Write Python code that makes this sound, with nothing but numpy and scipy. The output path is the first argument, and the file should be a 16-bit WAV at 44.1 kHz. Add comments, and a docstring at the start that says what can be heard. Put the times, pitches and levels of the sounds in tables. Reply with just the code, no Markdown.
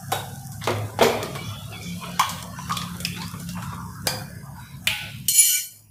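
"""A wooden spatula knocks and scrapes on a clay pot: short noisy contacts ring the modes of pot, spatula or
other things and the tiled room answers; patchy band noise rubs, noise bands narrow or wide sing, and noise in
broad resonances makes tails and rough scrapes. Frying onions hiss and spit. A low engine-like hum, noisy
lines over a rumble, throbs underneath. At last a steel utensil rattles, taps and swelling modes, and the hum
drops away, its rumble returning at the very end. The recorder's noise suppressor turns down quiet moments."""
import sys
import numpy as np
from scipy import signal
from scipy.fft import rfft, irfft, next_fast_len
from scipy.io import wavfile
from scipy.ndimage import uniform_filter1d, map_coordinates

SR = 44100
rng = np.random.default_rng(int(sys.argv[2]) if len(sys.argv) > 2 else 0)


def master(y):
    """Save y as 16-bit WAV."""
    cut = np.clip(np.atleast_2d(y).T, -1, 1)
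    pcm = np.round(cut * 32767)  # scale
    wavfile.write(sys.argv[1], SR, pcm.astype(np.int16))


N = 260278

# modes of the steel utensil: (frequency [Hz], relative level [dB])
STEEL = [(1857, -54), (2003, -52), (2121, -56), (2315, -39), (2815, -41), (2993, -36), (3160, -45),
         (4215, -37), (4414, -43), (4823, -55), (5222, -42), (5351, -48), (5588, -40), (5766, -46),
         (6045, -31), (6169, -44), (6665, -35), (6767, -49), (6934, -29), (7079, -33), (7370, -43),
         (7704, -37), (8430, -36), (8699, -32), (8882, -45), (9232, -50), (9340, -44), (9593, -45),
         (9717, -35), (9911, -53), (10212, -33), (10395, -42), (10794, -47), (10944, -41), (11197, -38),
         (11305, -49), (11768, -42), (12387, -36), (12462, -45), (12581, -33), (12941, -43), (13135, -48),
         (13216, -41), (13426, -48), (13609, -46), (13770, -49), (14131, -52), (14519, -46), (14594, -47),
         (14691, -46), (14879, -47), (15176, -48)]
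# resonances of things other than the pot wall: (frequency [Hz], width [Hz], relative level [dB])
HOLLOW = [(474, 17, -2.5), (797, 92, 0), (1480, 45, -8.5), (1860, 33, -27.5), (2215, 97, -16),
          (2780, 38, -25), (2940, 16, -7), (3540, 170, -4), (3820, 25, -1.5)]
# same columns
DULL = [(495, 60, -2), (960, 140, -2), (1235, 80, 0), (1660, 60, -22), (2040, 37, -12), (2890, 60, -13),
        (3350, 90, -18.5)]
# same columns
WOODEN = [(880, 160, -9.5), (1020, 56, -0.5), (1094, 32, 2.5), (1225, 92, -7.5), (1560, 47, -18.5),
          (2345, 50, -6.5), (2850, 170, -18.5), (3400, 200, -16.5)]
# same columns
HIGH = [(1032, 67, -7), (1136, 41, -1), (1227, 34, 0), (2500, 200, -19)]
# same columns
CRISP = [(2550, 310, -0.35), (3480, 180, -1.4), (4900, 430, -1.5)]
# same columns
TINNY = [(508, 17, -10), (840, 60, -8), (1553, 15, -14.5), (2410, 64, -5), (3410, 300, -14),
         (4480, 42, -5.5), (4810, 39, -4.5), (5190, 28, -20), (5760, 35, -23)]
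# same columns
HARD = [(2400, 450, -4.5), (2800, 450, 0), (3350, 500, -1.5), (4500, 700, -11)]


def amp(db):
    """dB to gain."""
    return 10 ** (np.asarray(db) / 20)


def unit(x):
    """Scaled to rms 1."""
    return x / np.sqrt(np.mean(x ** 2) + 1e-20)


def along(points, hz):
    """(Hz, value) points interpolated on a log frequency axis."""
    f, v = np.transpose(points)
    return np.interp(np.log(hz + 1), np.log(f + 1), v)


def curves(rows):
    """One value per sample for each dB column; -120 dB outside the rows."""
    s, *cols = np.transpose(rows)
    return [np.interp(np.arange(N) / SR, s, c, left=-120, right=-120) for c in cols]


def wobble(rate, size=N):
    """Smooth random curve, rate knots a second."""
    knots = rng.standard_normal(int(size * rate / SR) + 4)
    return map_coordinates(knots, [np.arange(size) * rate / SR])


def filtered(x, response):
    """x times a complex response of frequency."""
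    m = next_fast_len(len(x) + SR // 2)
    return irfft(rfft(x, m) * response(np.fft.rfftfreq(m, 1 / SR)), m)[:len(x)]


def modes(table, f):
    """Response of causal (Hz, width Hz, dB) resonances, summed with alternating sign."""
    return sum((-1) ** k * amp(db) * 1j * f * w / (c * c - f * f + 1j * f * w)
               for k, (c, w, db) in enumerate(table))


def band(x, lo_hz, hi_hz):
    """Causal band-pass."""
    return signal.sosfilt(signal.butter(2, [lo_hz, hi_hz], "band", fs=SR, output="sos"), x)


def patchy(patchy_db, bins, frames):
    """Noise whose level differs in patches of pitch and time."""
    z = signal.stft(rng.standard_normal(N), nperseg=1024)[2]
    field = uniform_filter1d(rng.standard_normal(z.shape), size=bins, axis=0)
    field = unit(uniform_filter1d(field, size=frames, axis=1))
    gain = amp(patchy_db * np.minimum(field, 1.6))  # caps the loudest patches
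    return signal.istft(z * gain, nperseg=1024)[1][:N]


def grains(share, spread_db):
    """Randomly placed clicks of widely scattered size; share is the fraction of samples that click."""
    draw = rng.random((2, N))
    size = amp(-spread_db * np.log(1 - .98 * draw[1]))
    return (draw[0] < share) * size * rng.standard_normal(N)


def fuzzy(hz, width_hz, steady=0, size=N):
    """Line of rms 1 whose strength and phase wander about a steady part; hz may glide."""
    turn = 2 * np.pi * np.cumsum(np.broadcast_to(hz, size)) / SR
    in_phase = (steady + wobble(width_hz, size)) * np.cos(turn)
    return unit(in_phase + wobble(width_hz, size) * np.sin(turn))


def hum():
    """Unsteady lines at or near multiples of a firing rate, over a low rumble."""
    # level course: (time [s], rumble [dB before a 3.5 dB cut], third order [dB], fifth order [dB])
    hum_course = [(0.0, -39, -41.5, -48.5), (0.3, -37, -45, -48), (0.6, -35.5, -40, -59),
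                  (0.76, -38, -34, -60), (0.92, -39.5, -33, -68), (1.03, -33.5, -38, -39),
                  (1.08, -38, -45, -48), (1.43, -34, -44, -38.5), (1.49, -32, -35.5, -52.5),
                  (1.56, -37.5, -38.5, -47.5), (2.1, -37, -50.5, -33.5), (2.27, -37.5, -73, -41),
                  (2.35, -35.5, -46.5, -44.5), (2.81, -34, -55.5, -35), (3.52, -34.5, -37.5, -35),
                  (5.09, -36.5, -51, -53), (5.26, -37, -36.5, -45), (5.34, -42, -64, -84),
                  (5.83, -52.5, -49.5, -82), (5.9, -40.5, -46.5, -66)]
    # rumble spectrum: (frequency [Hz], relative level [dB])
    rumble_colour = [(12, -100), (20, -54.5), (32, -18), (97, 9), (173, 5.5), (252, -4.5), (331, -20),
                     (400, -78), (520, -84), (880, -120)]
    # weaker lines: (order [multiple of the firing rate], level over the rumble [dB])
    weak_orders = [(2, -13), (4, -3.5), (6, -12), (7, -16.5)]
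    firing_hz = 34.54
    waver_db, waver_knots_per_s = 0.5, 5.8
    rumble_db, third_db, fifth_db = [db + waver_db * wobble(waver_knots_per_s) for db in curves(hum_course)]
    rumble = unit(filtered(rng.standard_normal(N), lambda f: amp(along(rumble_colour, f))))
    weak = sum(amp(db) * fuzzy(k * firing_hz, 12) for k, db in weak_orders)
    third = fuzzy(106, 12, steady=1.5)
    fifth = fuzzy(174, 12, steady=1.5)
    return amp(rumble_db - 3.5) * (rumble + weak) + amp(third_db) * third + amp(fifth_db) * fifth


def sizzle():
    """Frying oil: patchy hiss with tiny spits, over the quiet kitchen air."""
    # level course: (time [s], below about 9 kHz [dB], above [dB])
    sizzle_course = [(0.0, -49, -51), (0.69, -52.5, -52.5), (1.33, -49.5, -55.5), (1.57, -53.5, -52),
                     (1.8, -52, -53), (2.01, -48, -50.5), (2.27, -51.5, -54.5), (2.41, -49.5, -56),
                     (3.01, -53, -50), (3.21, -52.5, -50.5), (3.87, -52.5, -56), (4.14, -53.5, -56),
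                     (4.36, -55, -56), (5.27, -58, -57)]
    # hiss spectrum: (frequency [Hz], relative level [dB])
    fizz_colour = [(2060, -55.5), (3500, 2), (4040, -33), (4350, -53.5), (5150, 0.5), (5900, 5.5),
                   (7000, 1), (8400, 2), (10000, 2.5), (11600, 1), (13000, -1.5), (14800, -3), (15500, -31)]
    # air spectrum: (frequency [Hz], relative level [dB])
    air_colour = [(12, -54), (20, -6.5), (83, 6), (519, -3.5), (667, -4.5), (2760, -10), (3080, -11),
                  (3960, -52.5), (4310, -31), (4810, -5.5), (6910, -8.5), (11400, -10.5), (15500, -12)]
    spit_share, spit_db = 0.006, -4  # fraction of samples; level over the hiss
    spits = unit(grains(spit_share, spread_db=5))
    oil = unit(patchy(1.1, 12, 10)) + amp(spit_db) * spits
    air = unit(filtered(patchy(4.2, 12, 10), lambda f: amp(along(air_colour, f))))
    hiss = filtered(oil, lambda f: amp(along(fizz_colour, f)))
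    low = filtered(hiss, lambda f: 1 / (1 + (f / 9000) ** 8))
    low_db, high_db = curves(sizzle_course)
    return amp(low_db) * unit(low) + amp(high_db) * unit(hiss - low) + amp(-51) * air


def strokes():
    """Rubbing wakes now one, now another resonance of pot and spatula: patchy noise in four bands."""
    # level course: (time [s], lowest band [dB], second [dB], third [dB], highest [dB])
    stroke_course = [(0.0, -62, -56, -44.5, -60), (0.17, -64, -50.5, -55, -58),
                     (0.32, -68, -54.5, -55.5, -56), (0.5, -64, -58.5, -52.5, -60.5),
                     (0.65, -67, -56, -51.5, -63), (0.75, -43, -48, -53.5, -63.5),
                     (0.86, -40.5, -45, -46.5, -54), (1.04, -49.5, -50.5, -48.5, -56),
                     (1.16, -49.5, -31, -47.5, -45), (1.25, -41.5, -40, -36, -43),
                     (1.38, -42, -38.5, -51, -47.5), (1.54, -56.5, -45, -41.5, -44.5),
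                     (1.79, -52.5, -53, -47, -48.5), (1.92, -46.5, -51.5, -46.5, -47),
                     (2.08, -67, -46.5, -48, -45), (2.25, -60.5, -46, -36.5, -44),
                     (2.35, -57.5, -50, -44, -48.5), (2.48, -61, -44, -45.5, -53.5),
                     (2.64, -57.5, -64, -43, -52), (2.74, -58.5, -45, -44, -41),
                     (2.92, -53, -50.5, -45, -52), (3.16, -52, -58, -45.5, -51),
                     (3.29, -58.5, -55, -46.5, -55), (3.61, -66.5, -67.5, -49, -54),
                     (3.74, -67, -52, -46, -48.5), (3.9, -52, -62.5, -46.5, -60.5),
                     (4.14, -54, -44, -45, -62), (4.3, -52, -47, -47, -65), (4.4, -54, -58, -49, -65),
                     (4.61, -66, -62, -48.5, -57.5), (4.76, -70, -56.5, -48, -55.5),
                     (4.92, -71, -60, -54, -67.5), (5.03, -58, -51.5, -47.5, -50),
                     (5.14, -58, -57.5, -47.5, -55), (5.27, -73, -64, -56.5, -63)]
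    edges_hz = [(240, 450), (450, 850), (850, 1750), (2100, 5000)]
    depth_db = [6, 9.0, 5.9, 7.4]
    # each band-pass runs twice for steeper edges
    rubs = [unit(band(band(patchy(d, 3, 12), *e), *e)) for d, e in zip(depth_db, edges_hz)]
    return sum(amp(db) * rub for db, rub in zip(curves(stroke_course), rubs))


def singing():
    """Noise bands, narrow or wide, start quickly and fade, some gliding: rubbing tones, rings, late steel."""
    # rubbing tones, rings after blows and late steel ringing:
    # (start [s], length [s], from [Hz], to [Hz], width [Hz], level before fade [dB])
    singing_bands = [(0, 0.066, 764, 776, 72, -46.5), (0.119, 0.11, 3820, 3730, 103, -35.5),
                     (0.27, 0.6, 773, 771, 67, -50), (0, 0.97, 1510, 1543, 145, -54),
                     (1.016, 0.21, 235.6, 235.6, 13.7, -30), (1.008, 0.06, 400, 409, 50, -26),
                     (1.049, 0.043, 462, 460, 21, -21), (1.353, 0.22, 2285, 2380, 132, -43.5),
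                     (1.42, 0.3, 3400, 3400, 50, -44), (1.73, 0.12, 3390, 3400, 70, -46),
                     (1.83, 0.17, 3460, 3440, 120, -45), (2.02, 0.05, 3150, 3150, 300, -46),
                     (2.05, 0.15, 3390, 3400, 80, -51), (1.72, 0.05, 2700, 2600, 150, -41),
                     (1.38, 0.2, 2900, 2950, 90, -48), (1.44, 0.15, 5820, 5700, 1400, -47),
                     (1.74, 0.1, 2250, 2280, 120, -47), (1.81, 0.2, 2330, 2330, 200, -44),
                     (2.0, 0.19, 2450, 2480, 200, -48), (1.819, 0.15, 5960, 5840, 2900, -44),
                     (2.012, 0.13, 1023, 1017, 228, -39), (2.57, 0.25, 5900, 5700, 600, -49),
                     (3.058, 0.34, 2620, 2610, 186, -50.5), (3.125, 0.11, 3150, 4300, 500, -42),
                     (3.2, 0.14, 4100, 5560, 600, -43), (3.18, 0.12, 802, 1190, 214, -41.5),
                     (3.294, 0.19, 1173, 1143, 100, -48.5), (3.464, 0.34, 2820, 2575, 180, -51),
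                     (3.549, 0.69, 996, 1028, 275, -43), (4.059, 0.21, 517, 517.4, 3.9, -38.5),
                     (4.06, 0.21, 1560, 1552, 33, -42), (4.213, 1, 1596, 1580, 290, -53),
                     (4.42, 0.1, 1000, 990, 80, -52), (4.455, 0.09, 780, 780, 70, -50),
                     (4.48, 0.05, 1380, 1380, 60, -52), (4.3, 0.3, 2100, 2050, 250, -58),
                     (4.56, 0.13, 900, 900, 130, -49), (4.69, 0.12, 980, 1030, 100, -50),
                     (4.82, 0.05, 720, 720, 80, -49), (4.598, 0.2, 3860, 4000, 130, -56.5),
                     (4.92, 0.3, 1485, 1495, 25, -44), (4.88, 0.26, 850, 850, 60, -43),
                     (4.872, 0.085, 650, 650, 30, -44.5), (5.4, 0.1, 1478, 1478, 25, -56),
                     (5.46, 0.33, 1478, 1478, 25, -48), (5.292, 0.35, 2315, 2315, 20, -39),
                     (0.696, 0.06, 362, 360, 25, -28), (0.67, 0.15, 240, 246, 40, -37.5),
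                     (0.896, 0.09, 1000, 990, 80, -43), (1.056, 0.053, 420, 412, 60, -24),
                     (4.599, 0.22, 2300, 2320, 600, -51.5)]
    out, t = np.zeros(N + SR), np.arange(SR) / SR
    for start, length, from_hz, to_hz, width_hz, db in singing_bands:
        u = np.clip(t / length, 0, 1)
        shape = np.minimum(u / 0.012, 1) * np.minimum((1 - u) / 0.67, 1)
        path_hz = from_hz + (to_hz - from_hz) * u
        line = fuzzy(path_hz, width_hz, steady=30 / width_hz, size=SR)  # the narrowest hold almost steady
        out[round(start * SR):][:SR] += amp(db) * shape * line / np.std(line[shape > 0])
    return out[:N]


def tail(n):
    """Fresh room answer of energy 1: near surfaces, and the room with each frequency dying at its own speed."""
    # room decay: (frequency [Hz], t60 [s])
    room_decay = [(200, 0.65), (800, 0.63), (2500, 0.73), (6000, 0.38), (15000, 0.67)]
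    early_db, early_t60_s = -2, 0.17  # near surfaces: energy over the room's, decay
    hz, t, z = signal.stft(rng.standard_normal(n), SR, nperseg=256)
    decay = amp(-60 * t / along(room_decay, hz)[:, None])
    room = signal.istft(z * decay, SR, nperseg=256)[1][:n]
    early = rng.standard_normal(n) * amp(-60 * np.arange(n) / SR / early_t60_s)
    answer = unit(room) + amp(early_db) * unit(early)
    return answer / np.linalg.norm(answer)


def blows():
    """A short noisy contact and its room answer ring the pot and spatula, or another thing that is struck."""
    # (time [s], crack peak [dB], then thud, knock, edge and tick peaks over the crack [dB],
    #  pitch of the spatula's knock [Hz], ringing [dB], room [dB])
    blow_list = [(0.1185, -26, 5, 11.5, 1, 6.5, 770, 16.5, 5.5),
                 (0.375, -55, -20, -10, 5, 16, 751, -20, -5), (0.394, -55, -20, -5, 7, 18, 751, -20, -5),
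                 (0.519, -44, -23, -4.5, 2, 14, 751, -10, 3),
                 (0.6142, -30, -26.5, 0, -30, -34, 1090, -10, 7),
                 (0.6395, -31, -9.5, -6, 7, 3, 694, -10, -2), (0.651, -35, -9.5, -6, 3, -3.5, 694, -10, -2),
                 (0.6735, -14.5, -1, -2, -11.5, -5.5, 815, 12, -2),
                 (0.688, -27, 2, 6, -8, -10, 1000, 14, 0), (0.705, -29, 5, 2, -1, -3, 1000, 8, 0),
                 (0.9889, -27.5, 12, 8.5, -5, -4.5, 838, -5.5, 4),
                 (1.011, -14, 0.5, 4, -27, -8.5, 444, 2.5, 10.5),
                 (1.0237, -20, 4, 5.5, 2.5, -1, 401, -18, 12.5),
                 (1.0337, -36.5, -4, 6.5, -1, -5, 500, -20.5, 1),
                 (1.229, -26, 2.5, -11, -0.5, 5, 398, -12.5, -2),
                 (1.3521, -28, -14.5, -1.5, -7.5, -2.5, 1090, -9, 5),
                 (1.726, -35.5, -23, 3, -12, -28.5, 724, 5.5, 5.5),
                 (2.0348, -29.5, -9.5, -5.5, -46, -14, 1310, 15.5, 6),
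                 (2.1941, -17.5, -30, 8, 3, 2, 1080, 24, -1),
                 (2.212, -28, -27, 14.5, 6, -5, 1080, 30.5, -8),
                 (2.231, -28.5, -26, 10, -3, -7, 1080, 26, -11),
                 (2.2925, -43.5, -2, -10, 18, 21, 1080, -10, 3),
                 (2.385, -33, -30, -10, -2.5, -2.5, 1090, 13, 5),
                 (2.4262, -33.5, -9.5, -1.5, -3.5, 9, 940, -7, -11),
                 (2.5865, -40, -10, 17, 0, 2.5, 1020, 14, -2),
                 (2.6958, -35.5, -23, 15, -0.5, 6.5, 1150, 25, -3),
                 (2.708, -36.5, -17, 20, 2, -0.5, 1150, 26, -8),
                 (2.7212, -33, -20, -3, 12, 3, 1120, -2, -1),
                 (2.7694, -23.5, -24, -9, 3.5, 4, 1150, 10, -1),
                 (2.8163, -29.5, -14, -3.5, 5.5, -14, 1210, -19, 0),
                 (2.941, -37, -1.5, -6.5, -19, -9, 869, -5.5, 6.5),
                 (3.003, -29, -5, -13.5, -16.5, 8.5, 511, -3.5, -1),
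                 (3.0493, -13.5, -32, -32, -6, 0.5, 2600, 24, -3),
                 (3.1635, -36, -34.5, 4, -1, -9, 1470, -7.5, 11),
                 (3.217, -30, -17.5, -6.5, 1.5, -2, 1040, -3, 2),
                 (3.338, -36.5, -2, 5, -25, -2, 1160, 8, 0.5),
                 (3.3982, -41.5, 2, -4, -6.5, 12, 1110, -16.5, 3.5),
                 (3.4892, -35, -10, -5.5, 4, 8, 620, -3.5, 1),
                 (3.5703, -52, -23, 23.5, 5, 0, 960, -52.5, 4.5),
                 (3.6226, -34, -19.5, 5.5, -2.5, 3, 1370, 12, 5.5),
                 (3.7216, -47, 4, 18.5, -34, -18, 1150, 2, 9.5),
                 (4.07, -20.5, 0.5, 3, 6.5, 11, 483, 19.5, -3.5),
                 (4.565, -46, -19, 8, -18, -2, 912, -13, 5),
                 (4.8713, -17.5, -32.5, -31, -8.5, -1.5, 2520, -18, -19),
                 (4.8715, -5.5, -49, -13.5, -41, -2.5, 2520, 16, -4),
                 (5.2827, -24, -33, -26, -9, 0, 1235, -14, -6.5)]
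    # clay wall modes: (frequency [Hz], width [Hz], relative level [dB])
    pot_modes = [(237, 26, -6), (409, 79, 0), (942, 21, -9), (1060, 28, -7), (1220, 32, -5),
                 (1880, 82, -13), (2130, 94, -10), (2950, 33, -13), (3220, 33, -13), (4080, 29, -19),
                 (5390, 53, -21)]
    # upper spatula modes: (frequency [Hz], width [Hz], level over its knock [dB])
    tool_modes = [(2400, 250, -10), (3350, 300, -10)]
    # bands thud, knock, crack, edge, tick: (from [Hz], to [Hz])
    bands_hz = [(200, 650), (650, 1700), (1700, 3600), (3600, 6500), (6500, 16000)]
    # blows that land on another thing: (time [s], its resonances)
    struck = [(0.118, HOLLOW), (0.674, DULL), (0.688, DULL), (0.709, DULL), (2.195, WOODEN),
              (2.211, WOODEN), (2.231, WOODEN), (2.696, HIGH), (2.708, HIGH), (3.05, CRISP), (4.07, TINNY),
              (4.872, HARD)]
    contact_t60_s, dull_hz = 0.023, 9000  # wood dulls the contact above dull_hz
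    wall_db, tool_db, tool_width_hz = 6.5, 16.5, 52
    uneven_db, uneven_hz = 3, 350  # peaks and dips in each room answer: depth, spacing
    n = int(.7 * SR)
    out, t = np.zeros(N + n), np.arange(n) / SR
    for s, db, thud, knock, edge, tick, knock_hz, ring_db, room_db in blow_list:
        push = rng.standard_normal(n) * amp(-60 * t / contact_t60_s)
        push[:2] = 2, -1  # the first touch is one sharp step
        answer = np.pad(tail(n), (150, 0))[:n] * np.linalg.norm(push)  # walls answer 150 samples later
        knots = rng.standard_normal(64)
        answer = filtered(answer, lambda f: amp(uneven_db * np.interp(f / uneven_hz, np.arange(64), knots)))
        tool = [(knock_hz, tool_width_hz, 0), *tool_modes]
        # where it is struck sets how strongly each wall mode speaks
        wall = [(c, w, g + rng.normal(0, 0.53)) for c, w, g in pot_modes]
        other = [thing for at, thing in struck if abs(at - s) < .005]

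        def body(f):
            """Dulled contact plus ringing; another thing rings alone."""
            if other:
                ringing = modes(other[0], f)
            else:
                ringing = amp(tool_db) * modes(tool, f) + amp(wall_db) * modes(wall, f)
            return 1 / (1 + 1j * f / dull_hz) ** 2 + amp(ring_db) * ringing

        heard = filtered(push + amp(room_db) * answer, body)
        # neighbouring bands alternate in sign so that they join without a gap
        for k, ((lo, hi), rel_db) in enumerate(zip(bands_hz, (thud, knock, 0, edge, tick))):
            part = band(heard, lo, hi)
            out[round(s * SR):][:n] += (-1) ** k * amp(db + rel_db) * part / np.abs(part).max()
    return out[:N]


def tails_and_scrapes():
    """Noise in a broad resonance, dense or grainy, dying away: tails after blows, rough scrapes between."""
    # (start [s], rise [s], t60 [s], centre [Hz], resonance width [Hz], level before rise and decay [dB],
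    #  density [share of samples 0-1])
    scrape_list = [(4.875, .004, 1.0, 2700, 1900, -29, .5), (4.875, .004, .6, 10500, 6000, -38, .5),
                   (4.075, .004, .8, 950, 700, -36, .3), (0.99, .003, .3, 1500, 2500, -30, .1),
                   (2.8, .02, .3, 8000, 8000, -44, .02), (0.677, .004, .4, 1000, 700, -29, .3),
                   (0.677, .004, .4, 3100, 1800, -36, .3), (0.615, .01, .3, 3000, 3000, -42, .1),
                   (0.638, .003, .15, 5000, 6000, -36, .1), (1.012, .02, .45, 5000, 7000, -31, .1),
                   (1.015, .02, .4, 1100, 600, -31, .2), (2.29, .005, .2, 7000, 8000, -44, .02),
                   (2.38, .02, .25, 6000, 8000, -44, .02), (2.59, .05, .6, 7000, 8000, -46, .015),
                   (2.72, .02, .5, 6000, 8000, -43, .015), (4.072, .003, .35, 6000, 9000, -36, .3),
                   (0.12, .01, .5, 2900, 2000, -41, .3)]
    out, t = np.zeros(N + SR), np.arange(SR) / SR
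    for start, rise, t60, hz, width_hz, db, share in scrape_list:
        noise = (rng.random(SR) < share) * rng.standard_normal(SR)
        # the resonance acts twice
        scrape = unit(filtered(noise, lambda f: modes([(hz, width_hz, 0)], f) ** 2))
        out[round(start * SR):][:SR] += amp(db - 60 * t / t60) * np.minimum(t / rise, 1) * scrape
    return out[:N]


def rattle():
    """Steel chatters against steel: dense taps, and thin modes that swell each in its own way."""
    # level course: (time [s], treble [dB], low modes [dB], ringing over chatter [dB])
    rattle_course = [(5.284, -15.5, -41, 3), (5.305, -19, -50, 1), (5.33, -25, -49, 1),
                     (5.344, -20.5, -40, 4), (5.365, -19.5, -45, 4), (5.385, -15.5, -41, 5),
                     (5.425, -15.5, -40, 5), (5.44, -16, -47, 6), (5.48, -18.5, -38, 3),
                     (5.52, -19, -38.5, 2), (5.545, -20.5, -37, 2), (5.584, -24, -36, 3),
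                     (5.638, -32, -45.5, -1.5), (5.7, -43.5, -57, -1), (5.76, -47, -56, -0.5),
                     (5.812, -54, -74.5, -3.5), (5.88, -61, -79, -6)]
    # chatter spectrum between the modes: (frequency [Hz], relative level [dB])
    chatter_colour = [(710, -81), (1200, -52.5), (1640, -68), (1800, -13), (2260, -13.5), (2540, -21),
                      (3080, -7), (3690, -11), (4290, -10), (4880, -12), (6370, -14), (6870, -12),
                      (9170, -12), (12800, -10), (15500, -10)]
    # modes that are smeared: (frequency [Hz])
    broad_hz = [4414, 5222, 6665, 7370, 7704, 8430, 8882, 9717, 10395, 11197, 11768, 12387, 13426, 13609]
    swell_db, shoulder_db = 4, 51  # depth of swelling; how much chatter gathers round the modes
    taps = unit(grains(.25, spread_db=2.5))
    shoulders = [(hz, 150, db + shoulder_db) for hz, db in STEEL]
    chatter = unit(filtered(
        taps, lambda f: amp(along(chatter_colour, f)) * (1 + np.abs(modes(shoulders, f)))))
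    ring = np.zeros(SR)
    for hz, db in STEEL:
        smeared = min(abs(hz - b) for b in broad_hz) < 15
        width_hz = 130 if smeared else 25 + hz / 400
        swell = amp(db + swell_db * wobble(16, SR))
        ring += swell * fuzzy(hz, width_hz, steady=35 / width_hz, size=SR)
    ring = np.pad(unit(ring), (N - SR, 0))  # the last second only
    high_db, low_db, ring_db = curves(rattle_course)
    share = 1 / (1 + amp(-2 * np.clip(ring_db, -30, 30)))  # ringing's share of the power
    both = np.sqrt(share) * ring + np.sqrt(1 - share) * chatter
    # the lowest modes follow their own level
    low = filtered(both, lambda f: f < 2500)
    return amp(high_db) * (both - low) + amp(low_db) * low / np.std(low[-SR:]) + clangs()


def clangs():
    """Each harder contact strikes all steel modes at once, unevenly, with a brief noise burst."""
    # (time [s], initial level before band-pass [dB])
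    clang_list = [(5.284, -23), (5.337, -38), (5.382, -22), (5.418, -30), (5.435, -30), (5.52, -34),
                  (5.534, -37.5)]
    ring_t60_s, burst_t60_s, spread_db = 0.12, .006, 9
    t = np.arange(SR // 4) / SR
    out = np.zeros(N + len(t))
    hz, level_db = np.transpose(STEEL)
    for s, db in clang_list:
        gain = amp(level_db + spread_db * rng.standard_normal(len(hz)))
        ring = gain @ np.sin(2 * np.pi * hz[:, None] * t) / np.linalg.norm(gain)
        burst = amp(db + 4 - 60 * t / burst_t60_s) * rng.standard_normal(len(t))
        out[round(s * SR):][:len(t)] += amp(db - 60 * t / ring_t60_s) * ring + burst
    return band(out[:N], 2500, 16000)


def suppress(x):
    """Noise suppressor: bands that sink towards their median power are turned down, by 10 dB at most."""
    # (frequency [Hz], gain lost when power equals its median [share 0-1])
    suppress_share = [(250, 0.13), (400, 0.34), (2000, 0.3), (4500, 0.025), (6000, 0.16), (15000, 0.024)]
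    hz, _, z = signal.stft(x, SR, nperseg=1024, noverlap=768)
    power = uniform_filter1d(uniform_filter1d(np.abs(z) ** 2, size=5, axis=0), size=7, axis=1)
    usual = np.median(power, axis=1, keepdims=True)
    gain = 1 - along(suppress_share, hz)[:, None] * usual / (power + 1e-20)
    gain = np.clip(gain, amp(-10), 1)
    return signal.istft(z * gain, SR, nperseg=1024, noverlap=768)[1][:N]


def scene():
    """Everything, at one microphone."""
    return (hum() + sizzle() + strokes() + singing() + blows() + tails_and_scrapes() + rattle())[None]


def record(dry):
    """Noise suppressor, then a band limit."""
    top_hz = 15550
    return filtered(suppress(dry[0]), lambda hz: hz < top_hz)[None]


dry = scene()
out = record(dry)
master(out)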